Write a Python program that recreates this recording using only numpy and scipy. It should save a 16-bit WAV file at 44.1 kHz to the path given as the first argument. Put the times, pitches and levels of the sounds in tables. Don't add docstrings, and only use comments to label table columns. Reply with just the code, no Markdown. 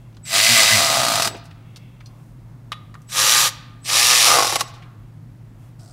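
import sys
import numpy as np
from scipy import signal
from scipy.fft import rfft, irfft, next_fast_len
from scipy.io import wavfile
from scipy.ndimage import uniform_filter1d

SR = 44100
rng = np.random.default_rng(int(sys.argv[2]) if len(sys.argv) > 2 else 0)


def ratio_of_db(decibels):
    return 10 ** (np.asarray(decibels, float) / 20)


def bounce(signal):
    frames = np.transpose(np.atleast_2d(signal))
    limited = np.clip(frames, -1, 1)
    pcm = np.round(limited * 32767).astype(np.int16)
    wavfile.write(sys.argv[1], SR, pcm)


N = 261072


def unit(x):
    return x / np.sqrt(np.mean(x ** 2) + 1e-20)


def drift(n, size, passes=1):
    x = rng.standard_normal(n)
    for _ in range(passes):
        x = uniform_filter1d(x, size=size)
    return unit(x)


def along(points, hz):
    f, v = np.transpose(points)
    return np.interp(np.log(hz + 1), np.log(f + 1), v)


def span(rows):
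    s, *cols = np.transpose(rows)
    start = round(s[0] * SR)
    t = np.arange(start, min(round(s[-1] * SR), N)) / SR
    return start, [np.interp(t, s, c) for c in cols]


def add(out, start, x):
    out[start:start + len(x)] += x[:len(out) - start]


def hump(middle_s, width_s):
    return np.exp(-.5 * ((np.arange(N) / SR - middle_s) / width_s) ** 2)


def filtered(x, response):
    m = next_fast_len(len(x) + 8192)
    return irfft(rfft(x, m) * response(np.fft.rfftfreq(m, 1 / SR)), m)[:len(x)]


def modes(peaks):
    def response(f):
        total = 0
        for k, (c, w, db) in enumerate(peaks):
            total = total + (-1) ** k * ratio_of_db(db) * 1j * f * w / (c * c - f * f + 1j * f * w)
        return total
    return response


def noise(n, peaks):
    return unit(filtered(rng.standard_normal(n), modes(peaks)))


def ratchet():
    # t/s, speed/(turns/s)
    cranks = [
        [(.24, 10), (.33, 95), (.5, 120), (.63, 105), (.755, 111), (.805, 76), (.91, 72), (1.145, 52.5),
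         (1.274, 34)],
        [(3.08, 10), (3.16, 95), (3.2, 107), (3.28, 105.5), (3.345, 121), (3.4, 121), (3.49, 90)],
        [(3.83, 10), (3.91, 102), (4.03, 122), (4.16, 124), (4.27, 104), (4.35, 70), (4.414, 49), (4.52, 33.8),
         (4.607, 14)],
    ]
    # t/s, level/dB
    efforts = [
        [(.254, -42), (.3, -31), (.355, -16), (.605, -13.5), (.681, -16.5), (.74, -15), (.807, -18),
         (1.03, -21), (1.277, -22)],
        [(3.09, -47.5), (3.13, -30.5), (3.184, -17.5), (3.318, -15.5), (3.414, -15), (3.478, -18)],
        [(3.848, -39), (3.89, -23), (3.962, -15), (4.266, -13), (4.51, -23.5), (4.562, -22), (4.58, -35),
         (4.598, -24), (4.614, -25)],
    ]
    # f/Hz, density/(dB per Hz)
    colours = [
        [(1350, -24), (2300, -5), (2970, -2), (4880, -1), (6660, -4.5), (7700, -3.5), (10000, -8.5),
         (15600, -18.5)],
        [(1350, -28), (2300, -7), (3630, -2), (4100, -6), (5820, -2), (9250, -8), (11800, -9), (15600, -22.5)],
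        [(1350, -28.5), (2300, -5.5), (3090, -2.5), (3900, -4), (5820, 1.5), (6300, -3.5), (11000, -7.5),
         (15600, -22)],
    ]
    # f/Hz, width/Hz, level/dB
    heads = [
        [(3810, 110, -5.5), (4398, 70, 3.5), (4905, 93, -4), (5720, 89, -2.5), (5940, 71, -3.5), (7450, 42, -2),
         (7650, 40, -7.5), (7860, 58, -8), (10400, 52, -7)],
        [(3940, 180, -7), (4730, 48, 3.5), (5710, 91, -9.5), (7090, 72, -1.5), (7400, 54, -8.5),
         (8970, 43, -1.5), (10300, 69, -9.5)],
        [(3790, 350, -6.5), (4950, 190, 0), (5100, 67, -1.5), (5740, 63, -0.5), (7000, 95, -8.5),
         (8530, 80, -4.5), (10400, 30, -7.5), (10900, 40, -7.5)],
    ]
    # f/Hz, width/Hz, level/dB
    housings = [
        [(1574, 260, -9), (2019, 53, 7.5), (2256, 470, -5), (2230, 130, -11.5)],
        [(1620, 600, 8.5), (2000, 67, 0), (2540, 480, -11)],
        [(1766, 140, 6.5), (2040, 110, 8), (2460, 750, -1)],
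    ]
    # f/Hz, width/Hz, level/dB
    parts = [
        [(218, 180, -5), (590, 23, -22.5), (669, 85, 8.5), (910, 110, 2.5), (1218, 150, 6)],
        [(341.8, 61, -21), (495, 32, -8.5), (926, 74, -5), (957, 67, -7), (1210, 70, -1.5), (1410, 78, -11)],
        [(343, 44, -12.5), (482, 33, -4), (780, 230, -4.5), (1045, 80, -2), (1191, 60, 5), (1535, 440, -6.5)],
    ]
    # housing free/dB, housing biting/dB, part free/dB, part biting/dB, rebound re blow
    grips = [
        (-6, -13, -14, -2, 0.46),
        (-10.5, -14, -11, -9, .6),
        (-10, -8, -13, 1, 0.43),
    ]
    sags = [
        0,
        0,
        0.1,
    ]
    # t/s, width/s, first order/dB, second order/dB
    shakes = [
        (0.521, 0.026, -26.5, -26.5),
        (.75, 0.028, -23, -28.5),
        (1.0, .04, -58, -28.5),
        (1.15, 0.036, -62, -33.5),
    ]
    out = whine()
    for settings in zip(efforts, grips, cranks, housings, parts, sags, colours, heads):
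        add(out, *burst(*settings))
    angle_rad = 2 * np.pi * turns(cranks[0], 0, N)
    for t_s, width_s, first_db, second_db in shakes:
        orders = ratio_of_db(first_db) * np.sin(angle_rad) + ratio_of_db(second_db) * np.sin(2 * angle_rad)
        out += hump(t_s, width_s) * orders
    return out


def burst(effort, grip, crank, housing, part, sag, colour, head):
    start, rasp_db = rasp_level(effort)
    n = len(rasp_db)
    angle = turns(crank, start, n)
    speed = np.gradient(angle) * SR
    spun = np.arange(n) > np.argmax(speed > 90)
    load = np.clip((95 - speed) / 45, 0, 1) * spun
    bite = np.clip((114.4 - speed) / 52, 0, 1) * spun
    bite = np.abs(uniform_filter1d(bite, size=1500))

    housing_free_db, housing_biting_db, part_free_db, part_biting_db, rebound = grip
    housing_db = housing_free_db + bite ** 1.6 * (housing_biting_db - housing_free_db)
    part_db = part_free_db + bite ** 0.7 * (part_biting_db - part_free_db)

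    hits = pawl_hits(angle, bite, rebound)
    rattle = gear_rattle(hits, load)
    blows = pawl_blows(hits, speed)
    flutter_db = 1.18
    housing_db = housing_db + flutter_db * drift(n, 1800, passes=2)
    part_db = part_db + flutter_db * drift(n, 1800, passes=2)

    rasp = head_rasp(rattle, blows, colour, head)
    knock = ratio_of_db(housing_db) * unit(filtered(rattle + 0.7 * blows, modes(housing)))
    thud = ratio_of_db(part_db) * part_ring(.62 * rattle + blows, speed, bite, part, sag)
    return start, ratio_of_db(rasp_db) * (rasp + knock + thud)


def rasp_level(effort):
    (first_s, first_db), (stall_s, stall_db) = effort[0], effort[-1]
    start_s, start_db = .006, 17
    stop_s, stop_db = .024, 18.5
    onset = [(first_s - 3 * start_s, first_db - 24), (first_s - start_s, first_db - start_db)]
    release = [(stall_s + stop_s, stall_db - stop_db), (stall_s + 2 * stop_s, stall_db - 3 * stop_db)]
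    start, (rasp_db,) = span(onset + effort + release)
    return start, rasp_db


def turns(crank, start, n):
    s, speed = np.transpose(crank)
    angle = np.cumsum(np.interp((start + np.arange(n)) / SR, s, speed)) / SR
    return angle - angle[min(round(s[-1] * SR) - start, n - 1)]


def pawl_hits(angle, bite, rebound):
    rebound_s = .0073
    play_turns = (.004 + .003 * (1 - bite)) * drift(len(angle), 300)
    whole = np.maximum.accumulate(np.floor(angle + play_turns))
    stroke = np.diff(whole, prepend=whole[0])
    strength = np.clip(rebound * (1 + 0.4 * bite), 0, 1.6)
    return stroke + strength * np.roll(stroke, round(rebound_s * SR))


def gear_rattle(hits, load):
    n = len(hits)
    t = np.arange(SR // 40) / SR
    pulse = (1 - np.exp(-t / 0.0022)) * np.exp(-t / 0.0024)
    uneven = ratio_of_db((1.6 + 1.5 * load) * rng.standard_normal(n))
    swell = signal.fftconvolve(hits * uneven, pulse)[:n]
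    gate = 1 + (1.4 + 2.6 * load) * swell
    gate /= np.sqrt(np.abs(uniform_filter1d(gate ** 2, size=2600)))
    teeth = ratio_of_db(1.9 * drift(n, 24))
    return unit(teeth * rng.standard_normal(n)) * gate


def pawl_blows(hits, speed):
    grind_s, grind_speed, grind_hz = .004, 45, 130

    def grind(f):
        return np.exp(-2j * np.pi * grind_s * (f - grind_hz * np.cos(f / grind_hz)))

    blows = hits * ratio_of_db(1.3 * rng.standard_normal(len(hits))) * np.sqrt(SR / (speed + 40))
    slow = np.clip(2 - 2 * speed / grind_speed, 0, 1)
    return blows * (1 - slow) + filtered(blows * slow, grind)


def head_rasp(rattle, blows, colour, head):
    ring = modes(head)
    rasp = unit(filtered(rattle, lambda f: ratio_of_db(along(colour, f)) * (1 + 0.54 * np.abs(ring(f)))))
    ringing = filtered(rattle + .8 * blows, lambda f: ring(f) * (f > 2500) * ratio_of_db(along(colour, f)))
    return rasp + ratio_of_db(-9) * unit(ringing)


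def part_ring(drive, speed, bite, part, sag):
    sunk = np.clip((85 - speed) / 27, 0, 1) * (bite > .3)
    tight = []
    for hz, width_hz, db in part:
        if sag and hz > 1000:
            tight.append((hz * (1 - sag), width_hz * 1.7, db - 3))
        else:
            tight.append((hz, width_hz, db + 2.5 * (sag > 0)))
    return unit(filtered(drive * (1 - sunk), modes(part)) + filtered(drive * sunk, modes(tight)))


def whine():
    # t/s, sideband climb/(Hz/s), carrier/dB, lower/dB, upper/dB
    spin_ups = [
        (0.239, 9110, -38, -35, -39),
        (3.078, 15000, -48.5, -49.5, -37.5),
        (3.82, 13000, -52.5, -48.5, -37),
    ]
    # t/s, length/s, carrier/dB, drift/(dB/s)
    stalls = [
        (1.285, 0.069, -40, -140),
        (4.572, .025, -38, -100),
        (4.642, 0.034, -52, 280),
    ]
    carrier_s, sideband_s, sideband_wide_s = .009, .046, .018
    out, t = np.zeros(N), np.arange(N) / SR
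    carrier = 2 * np.pi * 7900 * t
    for s, climb, carrier_db, lower_db, upper_db in spin_ups:
        split = np.pi * climb * (t - s) ** 2
        sides = ratio_of_db(lower_db) * np.sin(carrier - split) + ratio_of_db(upper_db) * np.sin(carrier + split)
        onset = np.clip((t - s) / carrier_s, 0, 1)
        out += ratio_of_db(carrier_db) * hump(s + carrier_s, .008) * np.sin(carrier)
        out += hump(s + sideband_s, sideband_wide_s) * onset * sides
    for s, length_s, db, drift_db in stalls:
        level = ratio_of_db(db + drift_db * (t - s).clip(0, length_s))
        ramps = np.clip(np.minimum(t - s, s + length_s - t) / 0.0066, 0, 1)
        out += level * ramps * np.sin(carrier)
    return out


def clinks():
    # t/s, peak/dB, centre f/Hz, low knock re peak/dB, ring/dB
    ticks = [(0.1259, -53, 3340, -2, -16), (0.1466, -49, 3390, -13.5, -10), (0.1675, -40, 3460, -4, -15),
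             (1.6072, -53, 2000, -6, -16.5), (1.7602, -31, 3900, -20, -18),
             (1.7676, -32.5, 4800, -13, -24.5), (2.0036, -41.5, 2580, -8, -24),
             (2.0074, -37, 2070, -3, -24.5), (2.059, -40.5, 4730, -25, 0),
             (2.0665, -40.5, 4560, -22, -14.5), (2.1976, -53, 1396, 7, -16), (3.018, -47, 6990, -34, -19.5),
             (5.7952, -45.5, 4490, -17, -21), (5.8024, -50.5, 5075, 0.5, -18.5)]
    # t/s, peak/dB, centre f/Hz, low knock re peak/dB, ring/dB
    clanks = [
        (2.719, -17.5, 2950, -8, -10.5),
        (2.7269, -23.5, 2980, 2.5, -11),
        (2.9419, -41, 5500, 9, -1),
        (2.9518, -41, 2400, 9.5, -12.5),
    ]
    # t/s, peak/dB, centre f/Hz, low knock re peak/dB, t60/s
    settling = [(1.252, -41, 2000, 16.5, .3), (1.3, -44, 2000, 13, 0.23), (1.345, -30, 2460, 4.5, .11),
                (1.365, -40, 6070, -15, 0.09), (1.44, -45.5, 6790, -23, .05),
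                (1.452, -37.5, 5500, -20, .067), (1.508, -35, 2590, -19, 0.057), (3.5, -42, 6000, -13, 0.5),
                (4.611, -42.5, 2000, 15.5, 0.13), (4.675, -36, 5000, -12, .14), (4.735, -40, 3920, 0.5, .2),
                (4.82, -37.5, 2190, -14, .11), (4.852, -47, 1239, -20, 0.51)]
    # f/Hz, level/dB, t60/s
    socket = [(4260, -3, .09), (4880, -2, .1), (5920, 0, .07)]
    # f/Hz, level/dB, t60/s
    flywheel = [(1206, -1, .2), (1235, -6, .25), (1857, -5, .13), (2541, -14, .1), (3451, -9, .25),
                (3833, -5, .15), (3876, -9, .2), (4522, -25, .15), (4764, -16, .1), (6815, -26, .15),
                (11070, -22, .15)]
    ticks = [(*row, 0.044, ring_db) for *row, ring_db in ticks]
    clanks = [(*row, 0.041, ring_db) for *row, ring_db in clanks]
    settling = [(*row, -50) for row in settling]
    out = contacts(ticks, socket, knock_hz=1200, attack_s=.0005)
    out += contacts(clanks, flywheel, knock_hz=1177, attack_s=0.00027)
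    return out + contacts(settling, socket, knock_hz=277, attack_s=0.0025)


def contacts(events, steel, knock_hz, attack_s):
    out, t = np.zeros(N), np.arange(SR // 3) / SR
    n = len(t)
    for s, db, hz, knock_db, t60_s, ring_db in events:
        fade = ratio_of_db(-60 * t / max(t60_s, .005)) * (1 - np.exp(-t / attack_s))
        band = modes([(hz, 0.9 * hz, 0)])
        scuff = unit(filtered(rng.standard_normal(n), lambda f: band(f) ** 2))
        knock = unit(filtered(noise(n, [(knock_hz, 600, 0)]), modes([(knock_hz, 900, 0)])))
        dull_db = max(knock_db + 3.5, 0)
        ring = np.zeros(n)
        for f, mode_db, life_s in steel:
            level_db = mode_db - dull_db * (f > 2000) + rng.normal(0, 1.5)
            ring += ratio_of_db(level_db - 60 * t / life_s) * np.sin(2 * np.pi * f * t)
        ring *= ratio_of_db(3 * drift(n, 350))
        hit = fade * (scuff + ratio_of_db(knock_db) * knock) + ratio_of_db(ring_db) * ring
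        add(out, round(s * SR), ratio_of_db(db - 7) * hit)
    return out


def handwork():
    # middle t/s, width/s, body/dB, tool/dB, sleeve/dB
    rubs = [
        (0.02, .1, -67.5, -68, -74),
        (1.8, 0.16, -71, -60.5, -73.5),
        (2.13, 0.056, -60.5, -74, -76),
        (2.25, .07, -68, -77, -68.5),
        (2.5, 0.066, -62, -77, -79.5),
        (2.82, .07, -65.5, -68.5, -74.5),
        (3.03, 0.054, -74, -72, -72),
        (5.04, .04, -71.5, -70.5, -77.5),
        (5.65, .05, -63, -69, -66.5),
    ]
    tool = noise(N, [(2130, 200, -2.5), (2700, 120, 0.5), (3350, 230, -3.5)])
    sleeve = noise(N, [(7800, 7600, 0)])
    body = noise(N, [(615, 200, -1.5), (1080, 250, 0)])
    out = np.zeros(N)
    for s, width_s, body_db, tool_db, sleeve_db in rubs:
        rub = ratio_of_db(body_db) * body + ratio_of_db(tool_db) * tool + ratio_of_db(sleeve_db) * sleeve
        out += hump(s, width_s) * rub
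    add(out, *hand_ratchet())
    return out


def hand_ratchet():
    start = round(5.785 * SR)
    n = N - start
    count = np.cumsum(85 * ratio_of_db(3.7 * drift(n, 400))) / SR
    gate = unit(0.28 + np.exp(-(count % 1) / 0.32))
    pawl = ratio_of_db(-59) * noise(n, [(4790, 1000, 3.0), (6350, 670, -5.0)])
    teeth = ratio_of_db(-59.5) * noise(n, [(7930, 1300, 6.0), (12000, 4000, -22.5)])
    handle = ratio_of_db(-57) * noise(n, [(700, 67, 2.5), (1467, 90, -7)])
    rise = np.clip(np.arange(n) / SR / .012, 0, 1)
    return start, rise * (gate * (pawl + teeth) + handle)


def walls(x):
    # f/Hz, t60/s
    decay = [(300, .8), (1200, 1.03), (4000, 0.67), (7000, 0.34), (10000, 0.18), (14000, 0.28)]
    hz, t, z = signal.stft(rng.standard_normal(SR), SR, nperseg=256)
    tail = signal.istft(z * ratio_of_db(-60 * t / along(decay, hz)[:, None]), SR, nperseg=256)[1]
    return signal.fftconvolve(np.pad(x, (500, 0)), tail / np.linalg.norm(tail))[:N]


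def shop():
    # f/Hz, density/(dB per Hz)
    rumble = [(12, -47), (20, -22.5), (49, -11), (81, -27), (98, -28), (119, -7.5), (162, -7.5), (200, -65)]
    # f/Hz, density/(dB per Hz)
    hiss = [(150, -59), (181, -17), (290, -21.5), (428, -33.5), (550, -32.5), (1900, -43), (3000, -51),
            (15600, -63)]
    # f/Hz, waver/Hz, level/dB
    fan = (115.1, 7, -43)
    fan_hz, waver_hz, fan_db = fan

    def colour(f):
        return (ratio_of_db(along(rumble, f)) + ratio_of_db(along(hiss, f))) * (np.abs(f - fan_hz) > 22)

    air = filtered(rng.standard_normal(N), colour)
    phase = np.cumsum(fan_hz + waver_hz * drift(N, 900, passes=2)) / SR
    hum = np.sin(2 * np.pi * phase) * ratio_of_db(1.9 * drift(N, 1800))
    return ratio_of_db(-46.5) * unit(air) + ratio_of_db(fan_db) * unit(hum)


def scene():
    near = ratchet() + clinks()
    return (near + ratio_of_db(-20.5) * walls(near) + handwork() + shop())[None]


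def top_cut(x):
    return signal.sosfilt(signal.butter(12, 15710, fs=SR, output="sos"), x)


def record(dry):
    x = filtered(dry[0], lambda f: f < 15750)[None]
    x = x / (1 + np.abs(x / .99) ** 8) ** (1 / 8)
    return top_cut(x)


dry = scene()
out = record(dry)
bounce(out)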